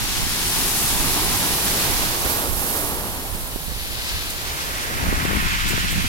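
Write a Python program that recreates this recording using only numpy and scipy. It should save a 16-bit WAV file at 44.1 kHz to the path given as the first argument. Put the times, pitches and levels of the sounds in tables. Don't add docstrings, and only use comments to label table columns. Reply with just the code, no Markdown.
import sys
import numpy as np
from scipy import signal
from scipy.fft import rfft, irfft, next_fast_len
from scipy.io import wavfile

SR = 44100
rng = np.random.default_rng(int(sys.argv[2]) if len(sys.argv) > 2 else 0)


def persist_wave(psi):
    counts = np.round(np.clip(psi, -1, 1) * 32767).astype(np.int16)
    wavfile.write(sys.argv[1], SR, np.atleast_2d(counts).T)


N = 268128
TIME = np.arange(N) / SR
SIZE = next_fast_len(N, real=True)
FREQS = np.maximum(np.arange(SIZE // 2 + 1) * SR / SIZE, 1)
SIDES = np.array([[1], [-1]])


def undb(db):
    return 10 ** (np.asarray(db) / 20)


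def unit(x):
    return x / np.sqrt(np.mean(x ** 2))


def curves(table):
    s, *columns = np.transpose(table)
    return [np.interp(TIME, s, column) for column in columns]


def response(points):
    hz, db = np.transpose(points)
    return undb(np.interp(np.log(FREQS), np.log(hz), db))


def colour(x, points):
    low_hz, high_hz = points[0][0], points[-1][0]
    skirts = np.minimum(1, np.minimum(FREQS / low_hz, high_hz / FREQS)) ** 2
    spectrum = rfft(x, SIZE) * response(points) * skirts
    return unit(irfft(spectrum, SIZE)[:, :N])


def walk(rate):
    steps = rng.uniform(-1, 1, 4096)
    return unit(np.interp(TIME * rate, np.arange(len(steps)), steps))


def swell(full_s, db, attack_s, hold_s, release_s):
    early = np.maximum(full_s - TIME, 0)
    late = np.maximum(TIME - full_s - hold_s, 0)
    return undb(db) * np.exp(-early / attack_s - late / release_s)


def puff(s, half_s, db):
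    return undb(db) * np.exp(-((TIME - s) / half_s) ** 2 / 2)


def together(*gains):
    return np.sqrt(sum(gain ** 2 for gain in gains))


def grains(scatter_db):
    spread = np.minimum(rng.exponential(size=N), 4)
    return unit(rng.uniform(-1.07, 1, N) * undb(min(scatter_db, 6) * spread))


def front(points, lag_ms, spread_ms, scatter_db, surge_db, surge_rate, pan_db=0, diffuse_db=-10, count=2):
    ports = np.zeros((2, N))
    for _ in range(count):
        hits = grains(scatter_db) * undb(surge_db * walk(surge_rate))
        lag = (lag_ms + spread_ms * rng.standard_normal(N)) * SR / 1000
        arrival = np.rint(np.arange(N) + lag).astype(int) % N
        left = np.bincount(arrival, hits, N)
        ports += [left, hits]
    scattered = undb(diffuse_db) * rng.standard_normal((2, N))
    return colour(unit(ports) + scattered, points) * undb(SIDES * pan_db / 2)


WAVE = dict(plunge=dict(full_s=1.21, db=-28.5, attack_s=1.23, hold_s=0.21, release_s=0.93),
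        shingle=dict(full_s=0.46, db=-25.5, attack_s=4.7, hold_s=1.62, release_s=0.37),
        foam=dict(full_s=0.59, db=-24, attack_s=0.6, hold_s=1.26, release_s=0.81),
        churn=dict(full_s=1.69, db=-29.5, attack_s=0.88, hold_s=1.25, release_s=0.52))
# t/s, lag of the left port behind the right/ms, spread of lags/ms
FRONT = [(0.0, -0.16, 0.11), (1.0, -0.11, 0.1), (1.8, -0.16, 0.17), (2.35, -0.24, 0.083), (2.8, -0.18, .04),
         (3.5, -0.2, 0.06)]
# t/s, half length/s, churn, shingle and foam level/dB
LAPS = [(2.327, 0.08, -28.5, -34, -28), (2.713, 0.22, -33.5, -50, -27)]
LULL = dict(s=2.544, half_s=.06, db=-10)
# f/Hz, level/dB per Hz
PLUNGE = [(60.0, -6.5), (140.0, -0.9), (300.0, -2), (400.0, -3.0), (530.0, -16), (820.0, -4.5),
          (1200.0, -7), (2500.0, -75)]
# f/Hz, level/dB per Hz
CHURN = [(60.0, 2), (160.0, -2), (330.0, -0.3), (600.0, -2), (950.0, -1.9), (1600.0, -7.5), (3000.0, -13.5),
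         (8000.0, -24)]
# f/Hz, level/dB per Hz
SHINGLE = [(600.0, -10.5), (1600.0, -2.5), (2600.0, -2), (4000.0, -1), (5500.0, -2.5), (8000.0, -7),
           (15000.0, -29)]


def near_wave(start_pan_db=1.5, drift_db_per_s=-1.2, stall_s=3.46, stall_release_s=0.27):
    lag, spread = curves(FRONT)
    churn_laps = (puff(s, half_s, db) for s, half_s, db, _, _ in LAPS)
    shingle_laps = (puff(s, half_s, db) for s, half_s, _, db, _ in LAPS)
    tumbling = together(swell(**WAVE["churn"]), *churn_laps)
    rolling = together(swell(**WAVE["shingle"]), *shingle_laps)

    plunge = swell(**WAVE["plunge"]) * front(
        PLUNGE, lag, spread, scatter_db=7.0, surge_db=2.0, surge_rate=34, diffuse_db=-15)
    churn = tumbling * front(
        CHURN, lag, spread, scatter_db=4, surge_db=2.0, surge_rate=26, diffuse_db=-12)
    shingle = rolling * front(
        SHINGLE, lag, spread, scatter_db=4.0, surge_db=1.1, surge_rate=28, diffuse_db=-10.5,
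        pan_db=start_pan_db + drift_db_per_s * TIME)

    running = np.exp(-np.maximum(TIME - stall_s, 0) / stall_release_s)
    return running * (1 - puff(**LULL)) * (plunge + churn + shingle)


# f/Hz, level/dB per Hz
FOAM = [(1500.0, -10), (4000.0, -5.5), (7500.0, -5), (11000.0, 1.5), (13000.0, -3), (15500.0, -7.5)]
FOAM_PAN_DB, FOAM_DRIFT_DB_PER_S = 9.5, -2.9
OLD_FOAM_DB, OLD_FOAM_PAN_DB = -34, 3.5
LAP_PAN_DB = -2.5


def foam():
    fresh_pan_db = FOAM_PAN_DB + FOAM_DRIFT_DB_PER_S * TIME
    fresh = swell(**WAVE["foam"]) * undb(SIDES * fresh_pan_db / 2)
    lapping = (puff(s, half_s, db + SIDES * LAP_PAN_DB / 2) for s, half_s, _, _, db in LAPS)
    spent = undb(OLD_FOAM_DB + SIDES * OLD_FOAM_PAN_DB / 2)
    pops = np.array([grains(scatter_db=4.0) for _ in range(2)])
    surges_db = 0.5 * walk(rate=26)
    return colour(pops, FOAM) * together(fresh, spent, *lapping) * undb(surges_db)


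SQUALL = dict(full_s=5.056, db=-26, attack_s=0.19, hold_s=0.32, release_s=3.3)
# t/s, half length/s, level/dB, port (0 left, 1 right)
GUSTS = [(0.024, .05, -23, 1), (0.237, 0.074, -24.5, 1), (0.606, 0.073, -28, 1), (1.0, 0.18, -25, 1),
         (1.353, 0.092, -27, 1), (1.98, .15, -27.5, 1), (2.525, .06, -25.5, 1), (3.5, 0.29, -32, 1),
         (4.155, 0.032, -31, 0), (5.052, .06, -25, 1), (5.347, 0.024, -25, 0), (5.98, 0.042, -21.5, 1)]
BREEZE_DB, BREEZE_PAN_DB = -34.5, -4


def wind_pressure(squall_pan_db=1.6):
    breeze = undb(BREEZE_DB + SIDES * BREEZE_PAN_DB / 2)
    squall = swell(**SQUALL) * undb(SIDES * squall_pan_db / 2)
    pressure = together(breeze, squall)
    for s, half_s, db, port in GUSTS:
        side = int(port > .5)
        pressure[side] = together(pressure[side], puff(s, half_s, db))
    return 20 * np.log10(pressure)


# f/Hz, level/dB per Hz
RUMBLE = [(20.0, 2.5), (55.0, -0.5), (110.0, -9), (220.0, -33), (500.0, -52), (1500.0, -65.6)]
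# f/Hz, level/dB per Hz
FLUTTER = [(60, -4.5), (170, 1.5), (300, -7), (500, -21), (1000, -18), (3000, -40)]


def wind(stiff_db=-25, flutter_db=-32, growth=1.72):
    pressure_db = wind_pressure()
    eddies_db = 1.8 * np.array([walk(rate=20) for _ in range(2)])
    rumble = colour(rng.standard_normal((2, N)), RUMBLE) * undb(pressure_db + eddies_db)

    bursts_db = 3.8 * np.array([walk(rate=55) for _ in range(2)])
    strength_db = flutter_db + growth * (pressure_db - stiff_db)
    flutter = colour(rng.standard_normal((2, N)), FLUTTER) * undb(strength_db + bursts_db)
    return rumble + flutter * undb(SIDES * 4.5)


# t/s, level/dB before the push gain, f/Hz that sets the pulse speed,
# port (0 left, 1 right)
THUMPS = [(0.042, -22, 130, 1), (.2, -17, 120, 1), (.269, -19, 130, 1), (1.509, -17, 160, 1),
          (3.351, -18.5, 109, 1), (3.561, -16.5, 240.4, 1), (3.683, -19, 100, 1), (3.72, -20.5, 190, 1),
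          (5.04, -15, 450, 0), (5.069, -15, 420, 0), (5.09, -13, 130, 1), (5.128, -10, 238, 0),
          (5.2537, -10, 210, 0), (5.312, -13, 328, 0), (5.333, -12, 240, 0), (5.353, -11.5, 110, 0),
          (5.373, -12.5, 140, 0), (5.426, -19, 300, 0), (5.734, -14, 247, 0), (5.78, -14.5, 328, 0),
          (5.929, -18.5, 300, 0), (5.994, -23, 130, 1)]


def thumps(push_db=2.0):
    out = np.zeros((2, N))
    for s, db, hz, port in THUMPS:
        age = 2 * np.pi * hz * (TIME - s)
        pulse = 2 * age / (1 + age ** 2 / 2) ** 2
        out[int(port > .5)] += undb(db) * pulse
    return np.where(out > 0, out * undb(push_db), out)


# t/s at its height, half length/s, level/dB
SPRAY = [(.82, 0.12, -29), (4.074, .035, -38), (4.305, 0.0046, -30), (4.58, .005, -41), (5.264, 0.014, -41),
         (5.695, 0.014, -27.5), (5.92, 0.011, -30)]
# f/Hz, level/dB per Hz
DROPS = [(3000, -12), (8000, 7), (15000, -3)]


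def spray():
    shower = sum(puff(s, half_s, db) for s, half_s, db in SPRAY)
    drops = np.array([grains(scatter_db=5.5) for _ in range(2)])
    return shower * colour(drops, DROPS)


BACKWASH = dict(churn=dict(full_s=4.04, db=-37, attack_s=1.8, hold_s=0.39, release_s=1),
            shingle=dict(full_s=4.02, db=-29, attack_s=0.38, hold_s=0.17, release_s=0.31))
# f/Hz, level/dB per Hz
DRAGGED = [(700, -17), (1600, -5), (2700, -3), (4200, -1), (5500, -6), (7500, -12), (15000, -39)]


def backwash(lag_ms=0.19, spread_ms=.06, drains_s=2.97, attack_s=0.2):
    churn = swell(**BACKWASH["churn"]) * front(
        CHURN, lag_ms, spread_ms, scatter_db=5, surge_db=0.5, surge_rate=15, diffuse_db=-11.5)
    trickle = puff(s=3.1, half_s=0.49, db=-41)
    rolling = together(swell(**BACKWASH["shingle"]), trickle)
    shingle = rolling * front(
        DRAGGED, lag_ms, spread_ms, scatter_db=4.5, surge_db=1.3, surge_rate=28, pan_db=3.0,
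        diffuse_db=-13)
    draining = np.exp(-np.maximum(drains_s - TIME, 0) / attack_s)
    return draining * (churn + shingle)


FAR_WAVE = dict(churn=dict(full_s=4.89, db=-33.5, attack_s=0.6, hold_s=0.33, release_s=0.08),
            cobbles=dict(full_s=5.33, db=-25.5, attack_s=0.64, hold_s=0.33, release_s=1.0),
            shingle=dict(full_s=4.46, db=-30.5, attack_s=0.86, hold_s=.15, release_s=1.8),
            slide=dict(full_s=5.6, db=-29.5, attack_s=0.34, hold_s=0.52, release_s=1.0))
# f/Hz, level/dB per Hz
COBBLES = [(500.0, -38), (1000.0, 1), (1400.0, 1.5), (1850.0, 3), (2600.0, -1.5), (4500.0, -19),
           (10000.0, -31)]
FAR_HEARD_S, FAR_ATTACK_S = 4.47, 0.19


def far_wave(lag_ms=-.37, spread_ms=.07, fine_ratio=1.38, fine_s=5.57, fine_length_s=0.17):
    churn = swell(**FAR_WAVE["churn"]) * front(
        CHURN, lag_ms, spread_ms, scatter_db=1.5, surge_db=1.1, surge_rate=28, pan_db=0.0)

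    def rattle(ratio):
        return front(
            np.array(COBBLES) * [ratio, 1], lag_ms, spread_ms, scatter_db=3.0, surge_db=1.3,
            surge_rate=50, pan_db=-1.0, diffuse_db=-7.5)

    coarse, fine = rattle(1), rattle(fine_ratio)
    fine_share = 1 / (1 + np.exp((fine_s - TIME) / fine_length_s))
    mixed = np.sqrt(1 - fine_share) * coarse + np.sqrt(fine_share) * fine
    cobbles = swell(**FAR_WAVE["cobbles"]) * mixed

    rolling = together(swell(**FAR_WAVE["shingle"]), swell(**FAR_WAVE["slide"]))
    shingle = rolling * front(
        SHINGLE, lag_ms, spread_ms, scatter_db=4.0, surge_db=2.1, surge_rate=48, pan_db=1.0,
        diffuse_db=-4.5)
    in_earshot = np.exp(-np.maximum(FAR_HEARD_S - TIME, 0) / FAR_ATTACK_S)
    return in_earshot * (churn + cobbles + shingle)


# f/Hz, left minus right level/dB
PORTS = [(200.0, -3.5), (650.0, 0.4), (1500.0, -2.1), (3000.0, -0.5), (5000.0, -2), (9500.0, -1.5),
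         (11000.0, -5), (12500.0, -14.5), (15500.0, -12.5)]


def scene():
    surf = near_wave() + foam() + spray() + backwash() + far_wave()
    port_gain = response(PORTS) ** (SIDES / 2)
    heard = irfft(rfft(surf, SIZE) * port_gain, SIZE)[:, :N]
    return heard + wind() + thumps()


def record(dry, top_hz=15900):
    low_pass = signal.ellip(12, .1, 80, top_hz, fs=SR, output="sos")
    return signal.sosfilt(low_pass, dry)


dry = scene()
out = record(dry)
persist_wave(out)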